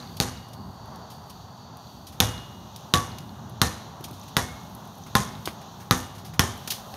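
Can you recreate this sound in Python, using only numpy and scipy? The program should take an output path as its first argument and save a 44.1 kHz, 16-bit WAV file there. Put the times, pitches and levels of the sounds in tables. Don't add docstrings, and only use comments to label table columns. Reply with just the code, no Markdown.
import sys
import numpy as np
from scipy import signal
from scipy.fft import rfft, irfft
from scipy.io import wavfile
from scipy.ndimage import uniform_filter1d

SR = 44100
rng = np.random.default_rng(int(sys.argv[2]) if len(sys.argv) > 2 else 0)


def materialize(psi):
    bounded = np.clip(np.atleast_2d(psi).T, -1, 1)
    quanta = np.round(bounded * 32767).astype(np.int16)
    wavfile.write(sys.argv[1], SR, quanta)


def attenuation_scalar(level_db):
    decades = np.asarray(level_db, float) / 20
    return 10 ** decades


N = 306936

BAND_EDGES_HZ = [0, 400, 2300, 7600, 20000]
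# freq_hz, density_db
TRAFFIC = [(18, -51), (30, -23), (43, -14.5), (107, 0), (141, -3.5), (213, -3.5), (309, -16.5),
           (333, -16.5), (395, -14), (503, -18), (584, -13.5), (802, -8.5), (1100, -12.5), (1980, -31),
           (2600, -46), (3380, -86), (5720, -120)]
# freq_hz, density_db
LEAVES = [(1350, -57), (2300, -10), (2580, -5), (3590, 3), (4480, 0), (5080, -7.5), (5890, 0), (6830, -2.5),
          (7730, -20.5), (8750, -16), (10100, -25.5), (11300, -13), (14800, -16.5), (16100, -21),
          (16500, -27)]
# time_s, level_db
TRAFFIC_SWELL = [(0.0, -47), (0.09, -44), (2.02, -47.5), (2.38, -41.5), (2.69, -47), (2.95, -44.5),
                 (3.14, -41.5), (3.47, -43), (3.89, -45), (5.04, -45), (5.31, -43.5), (6.96, -45.5)]
# time_s, level_db
BREEZE = [(0.0, -52), (0.13, -49), (0.6, -55), (2.05, -53.5), (2.34, -49), (2.48, -52), (3.61, -53.5),
          (4.3, -51.5), (4.98, -51), (5.35, -49.5), (5.66, -48), (6.43, -58.5), (6.59, -48), (6.96, -44.5)]
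# usual_db, share_of_swell (ratio), nearing_db_per_s
LAYERS = [
    (-43.5, 0.71, -0.07),
    (-46.5, 0.18, 0.24),
    (-55.5, 0.83, .01),
    (-64.5, .8, 0.34),
]
# time_s, level_db
INSECT = [(0, -54.5), (.5, -59.5), (1.2, -59), (2.0, -59.5), (2.3, -78), (6.96, -83)]

# start_s, slap_db, thump_db, air_ring_db, squeak_hz
BOUNCES = [
    (-0.13, -26, -27, -4, 4000),
    (0.2016, -14, -25.5, -11.5, 4660),
    (2.203, -5, -27, -19, 3780),
    (2.9386, -9.5, -23.5, 0, 3820),
    (3.6165, -8, -23, -0.5, 4480),
    (4.3676, -12, -26, -1.5, 3770),
    (5.1529, -9, -21.5, 3.5, 3760),
    (5.91, -10, -21, 0, 3920),
    (6.3943, -5.5, -20, 2, 3400),
]
# turned_hz, turn_db, ping_db, swell_s, car_echo_ms
LANDINGS = [(1017, 3, -62, .05, 6), (1040, -5, -46, 0.095, 9.1), (1650, 0, -38, 0.03, 4.6),
            (1130, 17.5, -44, 0.037, 5.5), (1660, 2.5, -55, .05, 2.5), (2071, 17, -58, .05, 5.5),
            (1045, 16.5, -78, .05, 2.2), (1250, 12, -50, .05, 3), (1020, 14, -80, .05, 2.04)]
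# freq_hz, density_db
SLAP = [(60, -6), (200, -9), (500, -4), (1200, 2.5), (1900, -2.5), (2400, -7), (3700, -4), (5000, -10),
        (6300, -9.5), (9000, -20), (12500, -17), (15000, -26), (17000, -63)]
# mode_hz, level_db, t60_s
THUMP = [(71.4, -72, 0.048), (115, -6, 0.33), (161.5, 7.5, 0.064), (183, 2, 0.16), (237.5, -3, 0.43),
         (357, -7, 0.25)]
# mode_hz, level_db, t60_s
BALL = [
    [(1055, -7.5, 0.12)],
    [(1128, -3, 0.17)],
    [(1211, 4, 0.093), (1300, 3, 0.056)],
    [(1450, -9, 0.068), (1677, -11.5, 0.099), (1790, -16, 0.32)],
    [(1906, -0.5, 0.036), (2154, -6, 0.46)],
]
GROUP_DB = [-25.5, -30, -30.5, -15.5, -32]
# centre_hz, level_db, t60_s
YARD = [(105, -3.5, 0.52), (244, -20, 0.81), (472, -19, 0.36), (984, -21.5, 0.33), (2250, -23.5, 0.28),
        (4200, -26, 0.27), (8750, -15.5, 0.37), (12400, -20, 0.31)]
# start_s, level_db, pitch_hz
FAR_SLAPS = [(.002, -39, 4000), (.026, -43, 4000), (.074, -43, 3950), (.35, -51, 3700), (.374, -43, 4000),
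             (1.871, -51, 4200), (2.379, -38, 3940), (3.118, -40, 3970), (3.293, -43.5, 4100),
             (4.214, -42, 6000), (5.037, -43, 6400), (5.352, -40, 3670)]

# start_s, level_db, pat_db, t60_s
RUBS = [(0.028, -54.5, 22, 0.042), (0.0883, -68, 29, 0.051), (0.167, -29, -19, 0.038),
        (0.482, -41, -15, .03), (0.531, -35.5, -14, 0.047), (1.0993, -43, -20, 0.26),
        (1.296, -36, -15, 0.066), (2.0665, -37, -25, 0.13), (2.1203, -45.5, 0, 0.19),
        (4.039, -26.5, -17, 0.063), (4.0797, -42, 1, 0.077), (4.128, -44.5, -11, 0.23),
        (4.2294, -43, -4, 0.085), (4.279, -39, -5, 0.072), (5.063, -42.5, 6, 0.1),
        (5.4545, -17, -13, 0.029), (5.613, -42, 8, 0.064), (5.7995, -44, 4, 0.21), (6.147, -44.5, -2, 0.19),
        (6.18, -43, -5, 0.15), (6.246, -40, -4, 0.24), (6.3342, -39, 4.5, 0.1),
        (6.6742, -17.5, -4.5, 0.032), (6.7024, -16, -18, 0.08), (6.7191, -9, -6, 0.012)]
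# start_s, level_db, pat_db, sand_db
TICKS = [(0.8584, -52, -8, 3), (0.905, -47, -8, -14), (0.959, -37.5, -8, -7), (1.7705, -43, -8, 0),
         (2.7615, -26.5, -17, -11.5), (2.767, -43, -9, 4), (3.185, -26, -10, -10.5), (3.496, -45, -6, 2),
         (4.009, -41, -2, -2), (4.111, -39, -6, -1), (4.197, -42, -8, -2), (4.633, -48, -8, -2),
         (4.698, -52, -8, 2), (4.750, -42.5, -8, 6), (4.854, -48, -8, 0), (4.875, -50, -5, 4),
         (4.953, -46, -8, -1), (4.983, -48, -8, 2), (5.4745, -32.5, 13, -15), (5.9755, -33, -8, 2),
         (6.002, -29, -8, -7), (6.576, -42, -8, 0), (6.9405, -43, 8, -7)]
# start_s, level_db
HEELS = [
    (4.008, -35),
    (4.053, -34),
    (4.109, -32),
    (4.134, -36),
    (5.477, -31),
]
# start_s, level_db
KNOCKS = [
    (5.4752, -7.5),
    (6.9407, -18),
]

PING_HZ, PING_T60_S, PING_WOBBLE_DB = 2872, 1.18, 1.6
TURN_WIDTH = .07
LATE_MODE_HZ, LATE_SWELL_S = 2100, 0.13
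KNOCK_SPLIT_HZ = 2350
YARD_RISE_S = .0015
STREET_DB, STREET_RISE_S, STREET_T60_S = -34, 0.086, 0.83
CAR_ECHO_DB, HOUSE_FRONT_S, HOUSE_FRONT_DB = -11, .044, -12
TICK_T60_S, RUB_SAND_DB = .011, -8
PORT_NOTCH_HZ, PORT_NOTCH_DEPTH = 7880, 0.66


def unit(x):
    return x / np.sqrt(np.mean(x ** 2) + 1e-18)


def colour(x, points):
    hz, db = np.transpose(points)
    f = np.fft.rfftfreq(4096, 1 / SR)
    cepstrum = irfft(np.log(attenuation_scalar(np.interp(np.log(f + 1), np.log(hz), db))))
    cepstrum[1:2048] *= 2
    cepstrum[2049:] = 0
    response = irfft(np.exp(rfft(cepstrum)))[:2048]
    return signal.fftconvolve(x, response)[:len(x)]


def band(x, lo_hz, hi_hz, order=2):
    sos = signal.butter(order, [lo_hz, min(hi_hz, .47 * SR)], "band", fs=SR, output="sos")
    return signal.sosfilt(sos, x)


def fade(t, t60):
    return np.exp(-np.log(1000) * t / max(t60, .002))


def add(out, s, x):
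    i = int(s * SR)
    x = x[max(-i, 0):len(out) - i]
    start = max(i, 0)
    out[start:start + len(x)] += x


def walk(rate):
    k = int(SR / rate)
    held = np.repeat(rng.standard_normal(N // k + 1), k)
    return uniform_filter1d(uniform_filter1d(held, k), k)[:N]


def swell(curve):
    db = np.interp(np.arange(N) / SR, *np.transpose(curve))
    return db - db.mean()


def ring(t, hz, db, t60, spread):
    first, second = hz * (1 + spread * rng.standard_normal(size=2))
    pair = np.sin(2 * np.pi * first * t) + 0.5 * np.sin(2 * np.pi * second * t)
    return -attenuation_scalar(db) * fade(t, t60) * pair


def neighbourhood():
    time = np.arange(N) / SR
    f = np.fft.rfftfreq(N, 1 / SR)
    cars, wind = (TRAFFIC, swell(TRAFFIC_SWELL)), (LEAVES, swell(BREEZE))
    sources = [cars, cars, wind, wind]
    out = np.zeros(N)
    for lo, hi, layer, source in zip(BAND_EDGES_HZ, BAND_EDGES_HZ[1:], LAYERS, sources):
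        usual_db, share, nearing_db = layer
        points, push_db = source
        spectrum = rfft(colour(rng.standard_normal(N), points)) * (f >= lo) * (f < hi)
        level_db = usual_db + share * push_db + nearing_db * (time - time.mean())
        out += unit(irfft(spectrum, N)) * attenuation_scalar(level_db + 2 * walk(9))
    return out


def insect():
    level_db = np.interp(np.arange(N) / SR, *np.transpose(INSECT))
    return unit(band(rng.standard_normal(N), 4370, 4720)) * attenuation_scalar(level_db + 1.3 * walk(32))


def contact_slap(t, slap_db, ring_db, squeak_hz):
    crack = .15 * rng.standard_normal(len(t)) * fade(t, .004)
    crack[0] = -1
    out = attenuation_scalar(slap_db + 32) * band(colour(crack, SLAP), KNOCK_SPLIT_HZ, 15000, order=3)
    snap = colour(-1. * (t == 0), SLAP)
    out += attenuation_scalar(ring_db + 19.5) * band(snap, 930, KNOCK_SPLIT_HZ)
    out += ring(t, squeak_hz, slap_db - 2, .008, 0.013)
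    sizzle = band(rng.standard_normal(len(t)), 10100, 13300)
    return out + attenuation_scalar(slap_db + 1.5) * sizzle * fade(t, .011)


def ball_thump(t, thump_db):
    modes = -sum(ring(t, hz, thump_db + db - 4.5, t60, 0.064) for hz, db, t60 in THUMP)
    push = attenuation_scalar(thump_db + 4) * np.sin(2 * np.pi * 118 * t) * fade(t, .04)
    return modes + push


def air_ring(t, ring_db, turned_hz, turn_db, ping_db):
    air = np.zeros(len(t))
    for group, group_db in zip(BALL, GROUP_DB):
        distance = np.log(np.mean(group, axis=0)[0] / turned_hz) / TURN_WIDTH
        facing_db = turn_db * np.exp(-distance ** 2)
        for hz, db, t60 in group:
            mode = ring(t, hz, ring_db + group_db + facing_db + db - 4, t60, 0.01)
            if hz > LATE_MODE_HZ:
                mode = mode * (1 - np.exp(-(t / LATE_SWELL_S) ** 2))
            air += mode
    air += ring(t, 800, -26.5, 0.09, 0.051)
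    air += ring(t, 499, -39 + 0.33 * (ping_db + 48.5), 0.47, 0.0051)
    smear = rng.standard_normal(len(t)) * fade(t, 0.33)
    return air + attenuation_scalar(-36.5) * signal.fftconvolve(air, smear)[:len(t)]


def thin_ping(t, ping_db, swell_s):
    sine = np.sin(2 * np.pi * PING_HZ * t) * fade(t, PING_T60_S)
    rise = 1 - np.exp(-(t / swell_s) ** 2)
    return attenuation_scalar(ping_db) * sine * rise * attenuation_scalar(PING_WOBBLE_DB * walk(28)[:len(t)])


def yard(t):
    def lumps():
        return np.repeat(rng.standard_normal(len(t) // 88 + 1), 88)[:len(t)]

    shared = 1.7 * lumps()
    tail = np.zeros(len(t))
    for hz, db, t60 in YARD:
        level_db = db + shared + 1.9 * uniform_filter1d(lumps(), size=60)
        noise = band(rng.standard_normal(len(t)), hz / 1.543, hz * 1.18)
        tail += attenuation_scalar(level_db) * fade(t, t60) * noise
    return tail * (1 - np.exp(-t / YARD_RISE_S))


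def reflections(t, slap, thump, slap_db, squeak_hz, echo_ms):
    street = attenuation_scalar(STREET_DB) * rng.standard_normal(len(t)) * fade(t, STREET_T60_S)
    street *= 1 - np.exp(-(t / STREET_RISE_S) ** 2)
    wet = attenuation_scalar(7.5 + 0.39 * (slap_db + 10)) * colour(yard(t) + street, SLAP)
    wet = wet + attenuation_scalar(slap_db + 9.5) * band(wet, squeak_hz / 1.13, squeak_hz * 0.95, order=1)
    add(wet, echo_ms / 1000, attenuation_scalar(CAR_ECHO_DB) * slap)
    add(wet, HOUSE_FRONT_S, attenuation_scalar(HOUSE_FRONT_DB) * (thump + 0.21 * slap))
    return wet


def bounces():
    out, t = np.zeros(N), np.arange(int(.8 * SR)) / SR
    for blow, landing in zip(BOUNCES, LANDINGS):
        s, slap_db, thump_db, ring_db, squeak_hz = blow
        turned_hz, turn_db, ping_db, swell_s, echo_ms = landing
        slap = contact_slap(t, slap_db, ring_db, squeak_hz)
        thump = ball_thump(t, thump_db)
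        air = air_ring(t, ring_db, turned_hz, turn_db, ping_db)
        wet = reflections(t, slap, thump, slap_db, squeak_hz, echo_ms)
        add(out, s, slap + thump + air + wet + thin_ping(t, ping_db, swell_s))
    return out


def far_slaps():
    out, t = np.zeros(N), np.arange(int(.8 * SR)) / SR
    for s, db, hz in FAR_SLAPS:
        add(out, s, ring(t, hz, db + 3, .022, 0.04))
    return out


def scuffs(events, attack_s, grit_db, sand_hz, snap):
    out, t = np.zeros(N), np.arange(int(.25 * SR)) / SR
    for s, db, pat_db, sand_db, t60 in events:
        grains = attenuation_scalar(grit_db * rng.exponential(size=len(t)))
        shape = (fade(t, t60) + .08 * fade(t, .3)) * (1 - np.exp(-t / attack_s))
        grit = unit(rng.standard_normal(len(t)) * grains) * shape
        grit[0] = -snap
        pat = attenuation_scalar(pat_db - 6.5) * unit(band(grit, 210, 1840))
        rub = attenuation_scalar(-4) * unit(band(grit, 2773, 6940, order=3))
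        sand = attenuation_scalar(sand_db) * unit(band(grit, sand_hz, 14500))
        add(out, s, attenuation_scalar(db) * (pat + rub + sand) * np.sqrt(np.mean(shape ** 2)))
    return out


def rubs():
    events = [(s, db, pat_db, RUB_SAND_DB, t60) for s, db, pat_db, t60 in RUBS]
    return scuffs(events, attack_s=0.0031, grit_db=0, sand_hz=8500, snap=.1)


def ticks():
    events = [(*row, TICK_T60_S) for row in TICKS]
    return scuffs(events, attack_s=.0003, grit_db=4, sand_hz=9500, snap=3.2)


def heels():
    out, t = np.zeros(N), np.arange(int(.1 * SR)) / SR
    for s, db in HEELS:
        add(out, s, ring(t, 333, db, 0.031, 0.22) + ring(t, 136, db - 7, 0.065, .1))
    return out


def catches():
    out, t = np.zeros(N), np.arange(int(.8 * SR)) / SR
    for s, db in KNOCKS:
        knock = rng.standard_normal(len(t)) * (fade(t, 0.004) + 0.25 * fade(t, 0.14))
        knock[:4] = -1.5
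        add(out, s, attenuation_scalar(db - 3.5) * band(knock, 200, 1800, order=1))
    return out


def scene():
    near = bounces() + far_slaps() + rubs() + ticks() + heels() + catches()
    notch = band(near, PORT_NOTCH_HZ / 1.124, PORT_NOTCH_HZ * 1.047, order=1)
    return (near - PORT_NOTCH_DEPTH * notch + neighbourhood() + insect())[None]


def roll_off(x):
    return signal.sosfilt(signal.butter(12, 16780, fs=SR, output="sos"), x)


def record(dry):
    x = signal.sosfilt(signal.butter(5, 52, "high", fs=SR, output="sos"), dry)
    x = signal.sosfilt(signal.ellip(6, .3, 25, 15600, fs=SR, output="sos"), x)
    x = np.tanh(0.98 * x)
    x = signal.sosfilt(signal.ellip(6, .3, 40, 16700, fs=SR, output="sos"), x)
    return roll_off(x)


dry = scene()
out = record(dry)
materialize(out)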